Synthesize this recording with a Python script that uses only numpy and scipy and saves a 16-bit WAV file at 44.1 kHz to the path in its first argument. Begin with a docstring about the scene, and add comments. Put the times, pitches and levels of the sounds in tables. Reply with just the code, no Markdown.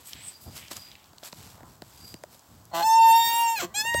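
"""A garden, with a wheelbarrow of soil pushed across it. Faint thin notes, perhaps birds, and a low
rolling rumble sit at the back. Clothes and grass rustle, the ground crunches, crumbs tick, the tray knocks.
Then the dry axle sticks and slips: slow slips ring the wheel as a judder, lock into a loud squeal,
sag back into a judder and squeal again."""
import sys
import numpy as np
from scipy import signal
from scipy.fft import rfft, irfft
from scipy.io import wavfile
from scipy.ndimage import uniform_filter1d

SR = 44100
rng = np.random.default_rng(int(sys.argv[2]) if len(sys.argv) > 2 else 0)


def generate_wav(signal):
    """Clip the signal to [-1, 1] and save it as 16-bit WAV at the path in sys.argv[1]."""
    frames = np.transpose(np.atleast_2d(signal))
    scaled = np.clip(frames, -1, 1) * 32767
    pcm = np.round(scaled).astype(np.int16)
    wavfile.write(sys.argv[1], SR, pcm)


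N = 176400
T = np.arange(N) / SR

# garden air tone: (frequency [Hz], relative level [dB])
AIR_COLOUR = [(100, -19), (320, -5), (420, -13), (900, -6.5), (1500, -12.5), (2500, -29), (3100, -22.5),
              (4000, -29), (8000, -20), (9500, -47), (15500, -18.5)]
# thin, far notes: (time [s], fade [s], frequency [Hz], bandwidth [Hz], level [dB])
BIRD_NOTES = [(.35, 0.037, 4780, 200, -51), (.5, 0.21, 4820, 260, -60), (.83, 0.1, 4845, 124, -50),
              (2.08, 0.11, 4800, 150, -50)]
# rolling and handling rumble: (time [s], level [dB])
RUMBLE_LEVELS = [(0, -62), (.24, -57.5), (.38, -67), (.46, -48.5), (.8, -57), (1.05, -61), (1.25, -65.5),
                 (1.4, -51.5), (1.7, -55.5), (1.84, -56.5), (2.05, -53.5), (2.2, -59.5), (2.44, -65),
                 (2.54, -56), (2.85, -54), (3.0, -62), (3.27, -55.5), (3.5, -64), (3.82, -52), (3.92, -49),
                 (3.97, -43), (4.0, -44)]
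# its tone: (frequency [Hz], relative level [dB])
RUMBLE_COLOUR = [(25, -27.5), (50, -7), (80, -0.5), (125, -1.5), (200, -7.5), (350, -17), (800, -20.5),
                 (3000, -54.5)]
# bed of cloth and grass: (time [s], relative level [dB])
RUSTLE_LEVELS = [(0, -52.5), (.2, -53), (.28, -45), (.385, -55.5), (.42, -54.5), (.6, -46.5), (.69, -52),
                 (.74, -43.5), (.95, -57.5), (1.13, -60), (1.31, -55.5), (1.36, -51.5), (1.52, -51.5),
                 (1.6, -61), (1.72, -55), (1.8, -62), (1.85, -55.5), (2.0, -49.5), (2.12, -53),
                 (2.2, -59.5), (2.44, -58.5), (2.52, -57), (2.72, -61)]
# its tone: (frequency [Hz], relative level [dB])
RUSTLE_COLOUR = [(200, -15), (800, -1), (1600, -4.5), (3200, -2), (5000, 0.5), (6500, -3), (8000, 2),
                 (9200, -9), (12000, -1), (16000, -10.5)]
# brisk brushes of cloth and grass: (time [s], fade [s], level [dB], tilt [dB/octave])
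BRUSHES = [(0.081, 0.08, -45, 4.5), (0.426, 0.047, -49, 8), (0.568, 0.042, -41, -0.5),
           (0.718, 0.025, -36.5, -1), (0.766, 0.026, -42, -2), (1.255, 0.05, -41, -0.5),
           (1.414, 0.19, -52.5, -2), (2.085, 0.082, -52.5, 2.5), (2.333, 0.066, -54, 1)]
# thin swishes: (time [s], fade [s], frequency [Hz], bandwidth [Hz], level [dB])
SWISHES = [(.075, 0.024, 8040, 600, -48), (.195, .04, 7770, 450, -53.5), (.25, 0.039, 8180, 450, -45),
           (.283, 0.037, 8200, 800, -40)]
# feet and tyre on the ground: (time [s], fade [s], frequency [Hz], bandwidth [Hz], level [dB])
SCUFFS = [(.19, 0.16, 2980, 2350, -50.5), (.63, 0.11, 2670, 1520, -51.5), (.92, 0.2, 2940, 2060, -58),
          (1.62, 0.15, 1000, 493, -57.5), (2.345, 0.048, 700, 493, -60)]
# twigs and crumbs: (time [s], peak level [dB], frequency [Hz])
CRUMB_TICKS = [(.133, -22, 3860), (.683, -31, 4270), (0.768, -23.5, 6200), (.916, -35, 3520),
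               (.954, -35, 3150), (1.043, -40.5, 4540), (1.183, -31, 4200), (1.235, -29.5, 4000),
               (1.326, -33.5, 4140), (2.394, -38, 6950), (2.654, -38, 7600), (2.982, -31, 10500)]
# hits on the tray: (time [s], thud drive [dB], clack drive [dB], crack peak [dB])
TRAY_KNOCKS = [(.713, -27.5, -38, -40), (.731, -32, -47, -33), (1.133, -55, -46, -42),
               (1.230, -39, -37.5, -39), (1.329, -31.5, -39.5, -26.5), (1.579, -47, -48, -50),
               (1.606, -48, -42, -51), (1.632, -31, -44, -48), (1.821, -27, -34.5, -29),
               (2.142, -24.5, -42, -24), (2.237, -58, -30.5, -29.5), (3.268, -31, -49, -42),
               (3.337, -38, -42, -42), (3.85, -54, -36, -43), (3.943, -29, -47, -19),
               (3.946, -19, -22, -28)]
# low and mid tray modes: (frequency [Hz], relative level [dB], t60 [s])
THUD_MODES = [(132, -15.5, 0.05), (190, -7, 0.033), (331, -14, 0.037)]
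CLACK_MODES = [(411, 0.5, 0.014), (596, 2, 0.027), (700, -0.5, 0.02), (951, -3, 0.021), (1410, -3.5, 0.012),
               (1870, -1.5, 0.0061)]
# judders before and after the first squeal: (time [s], slip rate [Hz], ring level [dB], rasp level [dB])
JUDDER_CURVES = [
    [(2.714, 203, -51, -78), (2.728, 172, -46, -62), (2.738, 165, -31, -47), (2.75, 166, -29, -34.5),
     (2.8, 171, -26, -34), (2.82, 165, -29, -38.5), (2.83, 176, -54, -33), (2.842, 150, -33, -63)],
    [(3.565, 864, -70, -50), (3.605, 690, -48, -29.5), (3.622, 450, -32, -33), (3.64, 196, -31, -35),
     (3.652, 164, -33, -40), (3.672, 190, -49, -57.5), (3.735, 220, -55.5, -76)],
]
# looseness of each judder: (spread of slip spacing [ratio])
SLIP_SPREADS = [0.007, 0.058]
# wheel and frame modes: (frequency [Hz], weight in first judder [dB], weight in second [dB], t60 [s])
WHEEL_MODES = [(182.6, -16.5, -4, 0.089), (358, -28.5, -2, 0.25), (526, -10.5, -6, 0.17),
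               (700, 4.5, -2, 0.054), (854, 0, -24, 0.077), (1006, 2, 3, 0.025), (1170, -11.5, 1.5, 0.076),
               (1353, -13.5, -18, 0.056), (1531, -12.5, -18, 0.18), (1954, -12, -1, 0.027),
               (4294, -9, -13, 0.046)]
# tone of the frame's rasp: (frequency [Hz], relative level [dB])
RASP_COLOUR = [(600, 1), (1500, -1.5), (2500, -2), (3700, -2), (4250, 0), (5000, -6.5), (7800, -2),
               (9300, -23), (12000, -5.5), (16000, -9)]
# pitch line of each squeal: (time [s], slip rate [Hz])
SQUEAL_PITCHES = [
    [(2.82, 826), (2.842, 872), (2.86, 888), (2.966, 906), (3.124, 904), (3.148, 915), (3.41, 932),
     (3.553, 910), (3.565, 842), (3.588, 820), (3.597, 725), (3.612, 690)],
    [(3.738, 770), (3.761, 824), (3.78, 843), (3.829, 864), (3.839, 893), (3.865, 921), (3.915, 938),
     (4.0, 934)],
]
# envelopes of each squeal, before flares: (time [s], fundamental [dB], octave [dB], overtones [dB])
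SQUEAL_LEVELS = [
    [(2.81, -31.5, -39, -56), (2.832, -23.5, -54, -41), (2.87, -19.5, -43, -33.5),
     (2.94, -15.7, -42.5, -35.5), (3.01, -13.5, -53, -36), (3.06, -13, -40, -33.5),
     (3.165, -15, -39.5, -32), (3.21, -20, -40.5, -33), (3.265, -28, -33, -27.5),
     (3.33, -25.5, -39.5, -32.5), (3.43, -21.5, -43.5, -32.5), (3.49, -23.5, -43.5, -33.5),
     (3.55, -27.5, -48, -40), (3.58, -49.5, -36.5, -30.5), (3.612, -35, -39.5, -52)],
    [(3.748, -39.5, -49, -35.5), (3.761, -39, -48.5, -30.5), (3.775, -42, -37.5, -29.5),
     (3.816, -40.5, -31.5, -29), (3.832, -40.5, -46.5, -38), (3.865, -32.5, -32, -35),
     (3.925, -34, -28, -39), (3.965, -31, -27.5, -33.5), (4.0, -35, -28, -33)],
]
# overtone balance of each squeal: (frequency [Hz], relative level [dB])
SQUEAL_COLOURS = [
    [(2000, 11), (2750, -6), (3700, -4), (4550, -11), (5450, -9.5), (6400, -11.5), (7300, -3.5), (8250, -8),
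     (9200, -19), (10100, -15.5), (11000, -17.5), (11900, -4), (12800, -19.5), (13700, -17), (14700, -11.5),
     (15700, -18.5)],
    [(2000, -4.5), (2750, 2), (3700, -2.5), (4300, 2.5), (4700, -11.5), (5200, -4.5), (6400, -6), (7200, 3),
     (8400, -8), (9400, -26), (11000, -11.5), (12000, -9), (13500, -15), (15700, -11)],
]
# tone of the friction hiss: (frequency [Hz], relative level [dB])
FRICTION_COLOUR = [(300, 4.5), (1300, -5), (2600, -5), (8000, -6.5), (9500, -13.5), (12000, -7.5),
                   (16000, -18)]
# single harmonics flaring or dropping out: (time [s], fade [s], harmonic [number], gain [dB])
FLARES = [(2.833, 0.013, 5, 21.5), (2.874, 0.015, 4, -21), (2.896, .022, 3, -7), (2.903, 0.12, 7, 9.5),
          (2.942, 0.15, 6, 10), (2.982, 0.025, 5, -6), (3.009, 0.068, 3, 9.5), (3.02, 0.033, 7, -22),
          (3.095, 0.037, 13, 5.5), (3.1, 0.064, 15, 13.5), (3.113, 0.038, 9, 3.5), (3.123, 0.0114, 2, -16),
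          (3.124, 0.073, 3, 9), (3.136, 0.22, 5, 9), (3.154, 0.04, 12, 13), (3.165, 0.027, 6, 14),
          (3.186, 0.0081, 3, -12.5), (3.204, .11, 4, 9), (3.267, 0.05, 3, -15.5), (3.33, 0.1, 12, 9.5),
          (3.339, .11, 16, 11), (3.417, 0.32, 3, 6.5), (3.457, 0.034, 4, -16), (3.503, .025, 5, -14),
          (3.568, 0.046, 4, -11), (3.575, .025, 5, 11), (3.807, 0.027, 6, 13), (3.807, 0.027, 8, 2),
          (3.839, 0.0058, 3, -18), (3.887, 0.034, 3, 9.5), (3.99, 0.13, 9, 13.5)]
# in-between tones from unequal alternate slips: (time [s], fade [s], pitch multiple [ratio], level [dB])
HALF_ORDERS = [(3.38, .2, 1.5, -54), (3.32, .3, 2.5, -47), (3.28, .38, 3.5, -47), (3.33, .22, 4.5, -56)]

FLUTTER_DB, FLUTTER_HZ = 1.4, 35  # base depth and speed of the overtone flicker
ROUGH_BELOW_HZ, ROUGH_RANGE_HZ = 895, 60  # slower slipping is less steady
JITTER, ROUGH_JITTER = 0.00054, 0.0043  # pitch wobble as a ratio, and the extra when rough
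HISS_DB, ROUGH_HISS_DB = -20.5, 2  # hiss against the overtones, and the extra when rough


def from_db(db):
    """Decibels to gain."""
    return 10 ** (np.asarray(db) / 20)


def unit_rms(x):
    """Scale to unit power."""
    return x / np.sqrt(np.mean(x ** 2) + 1e-20)


def envelopes(rows):
    """One envelope for each column after the time."""
    times, *columns = np.transpose(rows)
    return [np.interp(T, times, column) for column in columns]


def colour_db(colour, hz):
    """Level of an EQ curve at hz."""
    points_hz, points_db = np.transpose(colour)
    return np.interp(np.log(hz), np.log(points_hz), points_db)


def gate(rows, fade_s=0.0083):
    """Open from the first to the last row of a curve."""
    return np.clip(1 + np.minimum(T - rows[0][0], rows[-1][0] - T) / fade_s, 0, 1)


def drift(hz):
    """Smooth random modulation of unit power."""
    pole = np.exp(-80 * np.pi * hz / SR)  # one control point every 40 samples
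    slow = signal.lfilter([1], [1, -2 * pole, pole * pole], rng.standard_normal(N // 40 + 2002))[2000:]
    return np.interp(np.arange(N) / 40, np.arange(len(slow)), unit_rms(slow))


def noise(colour, tilt_db=0, size=N):
    """Coloured noise of unit power, tilted per octave above 1 kHz."""
    hz = np.maximum(np.fft.rfftfreq(size, 1 / SR), 10)
    shape = from_db(colour_db(colour, hz) + tilt_db * np.log2(np.maximum(hz, 1000) / 1000))
    bass_loss = 1 + (colour[0][0] / 2 / hz) ** 2
    return unit_rms(irfft(rfft(rng.standard_normal(size)) * shape / bass_loss, size))


def ring(clicks, hz, t60):
    """One mode: each click rings a dying sine."""
    r, w = from_db(-60 / (t60 * SR)), 2 * np.pi * hz / SR
    return signal.lfilter([0, np.sin(w)], [1, -2 * r * np.cos(w), r * r], clicks + 1e-18)


def clicks_at(times, gains):
    """Impulses placed between samples."""
    out, at = np.zeros(N + SR), np.asarray(times) * SR
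    np.add.at(out, at.astype(int), gains * (1 - at % 1))
    np.add.at(out, at.astype(int) + 1, gains * (at % 1))
    return out[:N]


def swell(at, fade, rise=1):
    """A bell-shaped envelope; rise is its attack time as a share of its fade."""
    width = np.where(T < at, rise * fade, fade)
    return np.exp(-2 * np.minimum(((T - at) / width) ** 2, 20))


def noise_swells(rows):
    """Short swells of noise, each in its own band."""
    out = 0
    for at, fade, hz, width, db in rows:
        band = signal.butter(2, [hz - width / 2, hz + width / 2], "band", fs=SR, output="sos")
        out += from_db(db) * swell(at, fade) * unit_rms(signal.sosfilt(band, rng.standard_normal(N)))
    return out


def snap(at, db, hz, t60, order=1, size=2048):
    """A sharp contact and a broad burst that dies at once."""
    burst = rng.standard_normal(size) * from_db(-60 * T[:size] / t60)
    burst[0] = 4.2  # the edge of first contact
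    band = signal.butter(order, [hz * 0.74, min(hz * 1.42, SR / 2 - 1000)], "band", fs=SR, output="sos")
    burst = signal.sosfilt(band, burst)
    out, start = np.zeros(N + SR), int(at * SR)
    out[start:start + size] = from_db(db) * burst / np.abs(burst).max()
    return out[:N]


def garden():
    """A quiet bed of air with thin, birdlike notes far off."""
    return from_db(-60) * noise(AIR_COLOUR) + noise_swells(BIRD_NOTES)


def rolling():
    """Lumpy rumble of rolling and handling, and a low bump as the tyre drops into a dip."""
    level_db, = envelopes(RUMBLE_LEVELS)
    rumble = unit_rms(noise(RUMBLE_COLOUR) * from_db(3.5 * drift(hz=7.5)))
    bump = ring(clicks_at(times=[3.945], gains=from_db(-34)), hz=78, t60=0.25)
    return from_db(level_db) * rumble + bump


def rustles():
    """Cloth and grass rub: a grainy bed, brisker brushes and thin swishes on top."""
    level_db, = envelopes(RUSTLE_LEVELS)
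    bed = from_db(level_db - 3.5) * noise(RUSTLE_COLOUR)
    brushes = sum(from_db(db) * swell(at, fade, rise=0.53) * noise(RUSTLE_COLOUR, tilt)
                  for at, fade, db, tilt in BRUSHES)
    grain = unit_rms(from_db(2.5 * drift(hz=320)))
    return (bed + brushes) * grain + noise_swells(SWISHES)


def ground():
    """Feet and tyre crunch; twigs and crumbs tick."""
    grain = unit_rms(from_db(2.5 * drift(hz=230)))
    ticks = sum(snap(at, db, hz, t60=0.007, order=2) for at, db, hz in CRUMB_TICKS)
    return noise_swells(SCUFFS) * grain + ticks


def tray():
    """Knocks on the soil-damped tray, each a thud, a clack and a crack."""
    times, thud_db, clack_db, crack_db = np.transpose(TRAY_KNOCKS)
    out = sum(snap(at, db, hz=4200, t60=0.0048) for at, db in zip(times, crack_db))
    for modes, drive_db in ((THUD_MODES, thud_db), (CLACK_MODES, clack_db)):
        for k, (hz, db, t60) in enumerate(modes):
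            hits = from_db(drive_db + db + rng.normal(-2, 3, len(times)))
            out += (-1) ** k * ring(clicks_at(times, hits), hz, t60)
    return out


def levelled(x):
    """Ride the gain to hold the short-term power steady."""
    return x / np.sqrt(np.abs(uniform_filter1d(x * x, size=800)) + 1e-6)


def judder(curve, spread, weights_db, rasp_t60=0.032, size=1024):
    """Slow stick-slip: each separate slip rings the wheel and rasps the frame."""
    slip_hz, ring_db, rasp_db = envelopes(curve)
    at, times = curve[0][0], []
    while at < curve[-1][0]:
        times.append(at)
        at += np.exp(rng.normal(0, spread)) / slip_hz[int(at * SR)]
    slips = clicks_at(times, from_db(rng.normal(0, 1.8, len(times))))
    wheel = sum((-1) ** k * from_db(weights_db[k]) * ring(slips, hz, t60)
                for k, (hz, _, _, t60) in enumerate(WHEEL_MODES))
    frame = noise(RASP_COLOUR, size=size) * from_db(-60 * T[:size] / rasp_t60)
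    rasp = levelled(signal.fftconvolve(slips, frame)[:N]) + 0.4 * noise(RASP_COLOUR)
    return gate(curve) * (from_db(ring_db) * levelled(wheel) + from_db(rasp_db) * rasp)


def frame_phasing(k):
    """The frame carries harmonic k by two paths; as they shift it holds, then dips for a moment."""
    echo = np.clip(0.11 * (k - 2), 0, 0.88)
    angle = 2 * np.pi * rng.random() + 2.4 * drift(hz=3)
    return (1 + echo * np.exp(1j * angle)) / np.sqrt(1 + echo ** 2)


def flare(k):
    """Gain of harmonic k as it catches a frame resonance or drops out."""
    return from_db(sum(db * swell(at, fade) for at, fade, harmonic, db in FLARES if round(harmonic) == k))


def overtones(hz, phase, colour):
    """The squeal's bright edge: harmonics 3 to 18, each flaring, flickering and phasing on its own."""
    out, power = 0, 1e-12
    for k in range(3, 19):
        gain = from_db(colour_db(colour, k * hz))
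        flutter = from_db(FLUTTER_DB * (1 + k / 10) * drift(FLUTTER_HZ))
        partial = np.real(frame_phasing(k) * np.exp(1j * (k * phase + 2 * np.pi * rng.random())))
        out += gain * flare(k) * flutter * partial
        power += gain ** 2
    return out / np.sqrt(power)


def squeal(pitch, levels, colour):
    """Locked stick-slip: a fundamental, its harmonics, tones between them and hiss pulsing at each slip."""
    hz, = envelopes(pitch)
    rough = np.clip((ROUGH_BELOW_HZ - hz) / ROUGH_RANGE_HZ, 0, 1)
    wobble = (JITTER + ROUGH_JITTER * rough) * drift(hz=66)
    phase = 2 * np.pi * np.cumsum(hz * (1 + wobble)) / SR
    fundamental_gain, octave_gain, edge_gain = from_db(envelopes(levels))
    body = fundamental_gain * np.sin(phase) + octave_gain * flare(2) * np.sin(2 * phase)
    edge = edge_gain * overtones(hz, phase, colour)
    between = sum(from_db(db + FLUTTER_DB * drift(2 * FLUTTER_HZ)) * swell(at, fade) * np.sin(k * phase)
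                  for at, fade, k, db in HALF_ORDERS)
    hiss = from_db(HISS_DB + ROUGH_HISS_DB * rough) * noise(FRICTION_COLOUR) * (1 + 0.89 * np.cos(phase))
    return gate(levels) * (np.sqrt(2) * (body + edge + between) + edge_gain * hiss)


def axle():
    """The dry bearing sticks and slips: two squeals, each led in by a judder."""
    squeals = sum(squeal(*parts) for parts in zip(SQUEAL_PITCHES, SQUEAL_LEVELS, SQUEAL_COLOURS))
    weights_db = np.transpose(WHEEL_MODES)[1:3]
    judders = sum(judder(*parts) for parts in zip(JUDDER_CURVES, SLIP_SPREADS, weights_db))
    return squeals + judders


def scene():
    """The mono mix, from the garden bed up to the axle."""
    return (garden() + rolling() + rustles() + ground() + tray() + axle())[None]


def record(dry, low_cut_hz=40, high_cut_hz=15850):
    """The microphone loses the deep bass; the top is cut steeply."""
    thinned = signal.sosfilt(signal.butter(2, low_cut_hz, "high", fs=SR, output="sos"), dry)
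    return signal.sosfilt(signal.ellip(12, 0.1, 80, high_cut_hz, fs=SR, output="sos"), thinned)


dry = scene()
out = record(dry)
generate_wav(out)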